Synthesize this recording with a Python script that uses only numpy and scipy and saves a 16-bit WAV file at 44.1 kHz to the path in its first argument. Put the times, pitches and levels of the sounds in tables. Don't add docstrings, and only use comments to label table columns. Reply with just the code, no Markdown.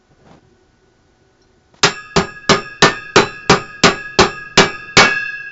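import sys
import numpy as np
from scipy import signal
from scipy.fft import rfft, irfft
from scipy.io import wavfile
from scipy.ndimage import uniform_filter1d

SR = 44100
rng = np.random.default_rng(int(sys.argv[2]) if len(sys.argv) > 2 else 0)


def unload_wav(signal):
    wavfile.write(
        sys.argv[1],
        SR,
        np.round(np.clip(np.atleast_2d(signal).T, -1, 1) * 32767).astype(np.int16),
    )


N = 243187

# (frequency [Hz], relative level [dB])
AIR_SPECTRUM = [(12, -66), (20, -0.5), (131, 0), (205, -9), (237, 1.5), (269, -8.5), (380, 3.5), (420, -9),
                (1250, -16), (1520, -15.5), (2550, -22.5), (5640, -23), (7400, -26.5), (9620, -72.5),
                (16300, -120)]
# (frequency [Hz], level [dB])
MOTOR_TONES = [(376.8, -70.5), (748.3, -70.5), (1475, -70.5)]
# (time [s], length [s], level [dB], brightness [dB per octave])
SCUFFS_AND_TAP = [(0.091, 0.057, -51.5, 0), (0.17, 0.085, -54, 1.5), (0.231, 0.17, -45, 2.5),
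                  (0.405, 0.13, -56, -6), (1.736, 0.021, -47, 4), (1.753, 0.051, -53.5, 8)]
# (frequency [Hz], relative level [dB])
HANDLING_SPECTRUM = [(40, -11), (130, 5.5), (350, -7.5), (550, -9.5), (780, -12), (1100, -18.5),
                     (2500, -33), (7000, -43.5)]
# (frequency [Hz], level [dB], ring time [s])
# A ring time, or t60, is how long a sound takes to fade by 60 dB.
TINK_TONES = [(4160, -59, 0.22), (5500, -51, 0.077), (5940, -60, 0.17)]
# (frequency [Hz], relative level [dB])
BOOM_SPECTRUM = [(20, 8), (70, -12), (130, 4), (250, -10), (400, -4), (600, -14.5), (1100, -21),
                 (2100, -22), (7000, -51.5)]
# (frequency [Hz], relative level [dB], ring time [s])
BENCH_TONES = [(76, -32.5, 0.2), (124, -45.5, 0.58), (159.6, -3, 0.14), (205, -14, 0.13),
               (232.9, -9.5, 0.15), (350, -12.5, 0.28), (389.5, -2.5, 0.21), (417, -6, 0.23),
               (556, -23, 0.36), (587, -31, 0.11), (779, -11.5, 0.23), (832, -17.5, 0.27),
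               (865, -13.5, 0.12)]
# (frequency [Hz], relative level [dB], ring time [s])
GEAR_TONES = [(1155, -18, .22), (1243, -14, .3), (1461, -16, .27), (1800, -18, .2), (2270, -19, .26),
              (2720, -21, .22), (3361, -23, .2), (3965, -18, .2), (4230, -24, .2), (4672, -24, .2),
              (5120, -26, .2), (1244, -23, .75), (1256, -29, 1.15), (1324, -47, 2.2), (1391, -49, 2.2),
              (1480, -43, .8), (1661, -30.5, 2.2), (2357, -34, .55), (2495, -41, 1.4), (2663, -34.5, 1.7),
              (2764, -42, .9), (3079, -47, .9), (3561, -43, 1.2), (4517, -51, 1.5), (4904, -55, 1.4),
              (5060, -49, 1.4), (5437, -27, .5), (5509, -30, .58), (7275, -25, .4), (7345, -32, .33)]
# (frequency [Hz], spread [Hz], relative level [dB], ring time [s])
FIN_TONES = [(1672, 3, -36.5, 2.1), (1652, 15, -35.5, 2.0), (2680, 9, -43, 1.8), (3559, 1.5, -54, 1.0),
             (1640, 110, -43, 1.5), (2590, 80, -39, 1.3), (3440, 150, -54, 1.1), (4310, 55, -56, 1.1),
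             (5180, 200, -55, 1.1), (5940, 80, -66, 1.1), (6800, 100, -68, .8)]
# (frequency [Hz], relative level [dB])
CRASH_SPECTRUM = [(25, -27.5), (70, -7), (170, 1), (400, -2), (520, -1), (800, -2), (1300, 1), (2000, -5),
                  (3400, -1), (5000, 0.5), (6200, -5), (7400, -7)]
# (frequency [Hz], base hold time [s])
CRASH_HOLD_TIMES = [(200, 0.021), (800, 0.024), (2000, 0.022), (4000, 0.0019)]
# (frequency [Hz], base ring time [s])
CRASH_RING_TIMES = [(60, 0.22), (200, .23), (550, 0.18), (1500, 0.2), (3900, 0.16), (7000, 0.13)]
# (time [s], force [dB], glancing [0-1], extra fin ring [dB],
# note of the struck spot [Hz], level of that note [dB])
HAMMER_BLOWS = [(1.8324, 1, 0.85, -3, 3850, -30), (2.162, -6, 0, 0, 3960, -40),
                (2.494, -1, 0, 1, 1234, -8.5), (2.8222, 1.5, 0.18, 2.5, 1787, -5.5),
                (3.1595, 1, 0.05, 1, 3994, -13.5), (3.496, .5, 0, -1, 772, -19),
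                (3.8356, 2.5, 0.01, 0.5, 3980, -22), (4.188, 2, 0.01, -0.5, 3145, -25.5),
                (4.5746, 4.5, 0, 0, 2313, -9), (4.9689, 6, 0.24, 10, 2250, -1.5)]

TOP_HZ = 7420
RING_CLOCK = np.arange(2 * SR) / SR


def gain_of(db):
    return 10 ** (np.asarray(db) / 20)


def unit_level(x):
    return x / np.sqrt(np.mean(x ** 2) + 1e-20)


def wobble(samples, smooth_over):
    return unit_level(uniform_filter1d(rng.standard_normal(samples), size=smooth_over))


def look_up(points, hz):
    known_hz, value = np.transpose(points)
    return np.interp(np.log(hz + 1), np.log(known_hz + 1), value)


def add(mix, start_s, sound):
    part = mix[round(start_s * SR):][:len(sound)]
    part += sound[:len(part)]


def colour(noise, spectrum, tilt_db=0):
    hz = np.fft.rfftfreq(len(noise), 1 / SR)
    octaves = np.log2(np.clip(hz, 60, 4000) / 1000)
    shape = gain_of(look_up(spectrum, hz) + tilt_db * octaves) * (hz < TOP_HZ)
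    return unit_level(irfft(rfft(noise) * shape, len(noise)))


def ring(tones, scatter_db=0):
    out = np.zeros(2 * SR)
    for hz, db, t60 in tones:
        t = np.arange(int(min(1.3 * t60, 2) * SR)) / SR
        start_db = db + scatter_db * rng.standard_normal()
        out[:len(t)] += gain_of(start_db - 60 * t / t60) * np.sin(2 * np.pi * (hz * t + rng.random()))
    return out


def workshop(waver=0.0028, air_db=-55):
    speed = 1 + waver * wobble(N, smooth_over=2000)
    motor_time = np.cumsum(speed) / SR
    hum = sum(gain_of(db) * np.sqrt(2) * np.sin(2 * np.pi * hz * motor_time) for hz, db in MOTOR_TONES)
    return hum + gain_of(air_db) * colour(rng.standard_normal(N), AIR_SPECTRUM)


def sole_squeak(length_s=0.1, hz=785, db=-50):
    t = np.arange(int(length_s * SR)) / SR
    return gain_of(db) * np.sin(np.pi * t / length_s) * np.sin(2 * np.pi * hz * t)


def handling(grain_db=2.0):
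    out = np.zeros(N)
    for start_s, length_s, db, tilt_db in SCUFFS_AND_TAP:
        noise = colour(rng.standard_normal(SR), HANDLING_SPECTRUM, tilt_db)
        noise *= gain_of(grain_db * wobble(SR, smooth_over=300))
        progress = np.linspace(0, 1, int(length_s * SR))
        swell = np.sin(np.pi * progress ** 0.92)
        add(out, start_s, gain_of(db) * unit_level(noise[:len(swell)] * swell))
    add(out, start_s=0.235, sound=sole_squeak())
    add(out, start_s=1.418, sound=ring(TINK_TONES))
    return out


def room_boom(force_db, t60=1.24):
    rumble = colour(rng.standard_normal(len(RING_CLOCK)), BOOM_SPECTRUM)
    return gain_of(-33 + 0.7 * force_db - 60 * RING_CLOCK / t60) * rumble


def bench_thud(force_db, rise_s=0.0019):
    rise = 1 - np.exp(-RING_CLOCK / rise_s)
    return gain_of(-1.5 + 0.7 * force_db) * ring(BENCH_TONES, scatter_db=1.5) * rise


def gear_clank(force_db, extra_fin_db):
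    return gain_of(-2.95 + 0.82 * force_db - 0.26 * extra_fin_db) * ring(GEAR_TONES, scatter_db=2.0)


def fin_shimmer(force_db, extra_fin_db, brighten=0.2, fin_count=16):
    drive_db = 2.7 + 0.75 * force_db + extra_fin_db
    hz = np.fft.rfftfreq(len(RING_CLOCK), 1 / SR)
    out = np.zeros(len(RING_CLOCK))
    for centre_hz, spread_hz, db, t60 in FIN_TONES:
        place = (np.arange(fin_count) + rng.random(fin_count)) / fin_count
        pitches = centre_hz + spread_hz * np.sqrt(3) * (2 * place - 1)
        sizes = np.sin(np.pi * place) * rng.exponential(1, fin_count)
        spectrum = np.zeros(len(hz), complex)
        spectrum[np.searchsorted(hz, pitches)] = sizes * np.exp(2j * np.pi * rng.random(fin_count))
        octaves_up = np.log2(centre_hz / FIN_TONES[0][0])
        start_db = db + drive_db * (1 + brighten * octaves_up)
        out += gain_of(start_db - 60 * RING_CLOCK / t60) * unit_level(irfft(spectrum))
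    return out


def crash(shared_noise, force_db, glance, extra_fin_db, alike=0.62, clang_db=3.0):
    tilt_db = -1.23 + 0.08 * force_db + 3 * glance
    stretch = 1.02 + 0.034 * extra_fin_db
    noise = alike * shared_noise + np.sqrt(1 - alike ** 2) * rng.standard_normal(SR)
    group_gains = gain_of(clang_db * wobble(SR // 2 + 1, smooth_over=50))
    clang = irfft(rfft(noise) * group_gains, SR)
    hz, t, bands = signal.stft(colour(clang, CRASH_SPECTRUM, tilt_db), SR, nperseg=256)
    hold_s = stretch * look_up(CRASH_HOLD_TIMES, hz)[:, None]
    t60 = stretch * look_up(CRASH_RING_TIMES, hz)[:, None]
    fade = gain_of(force_db - 4 - 60 * np.maximum(t - hold_s, 0) / t60)
    return signal.istft(bands * fade, SR, nperseg=256)[1][:SR]


def hammer(spot_t60=0.28, glance_loss_db=-11):
    out = np.zeros(N)
    shared_noise = rng.standard_normal(SR)
    for start_s, force_db, glance, extra_fin_db, spot_hz, spot_db in HAMMER_BLOWS:
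        push = gain_of(glance_loss_db * glance)
        add(out, start_s, crash(shared_noise, force_db, glance, extra_fin_db))
        add(out, start_s, push * bench_thud(force_db))
        add(out, start_s, gear_clank(force_db, extra_fin_db))
        add(out, start_s, ring([(spot_hz, spot_db, spot_t60)]))
        add(out, start_s, fin_shimmer(force_db, extra_fin_db))
        add(out, start_s, push * room_boom(force_db))
    return out


def scene():
    return (hammer() + handling() + workshop())[None]


def record(dry, ceiling=0.82):
    clipped = dry / (1 + (dry / ceiling) ** 6) ** (1 / 6)
    treble_cut = signal.firwin(701, TOP_HZ, window=("kaiser", 8), fs=SR)
    return signal.oaconvolve(clipped, treble_cut[None], "same")


dry = scene()
out = record(dry)
unload_wav(out)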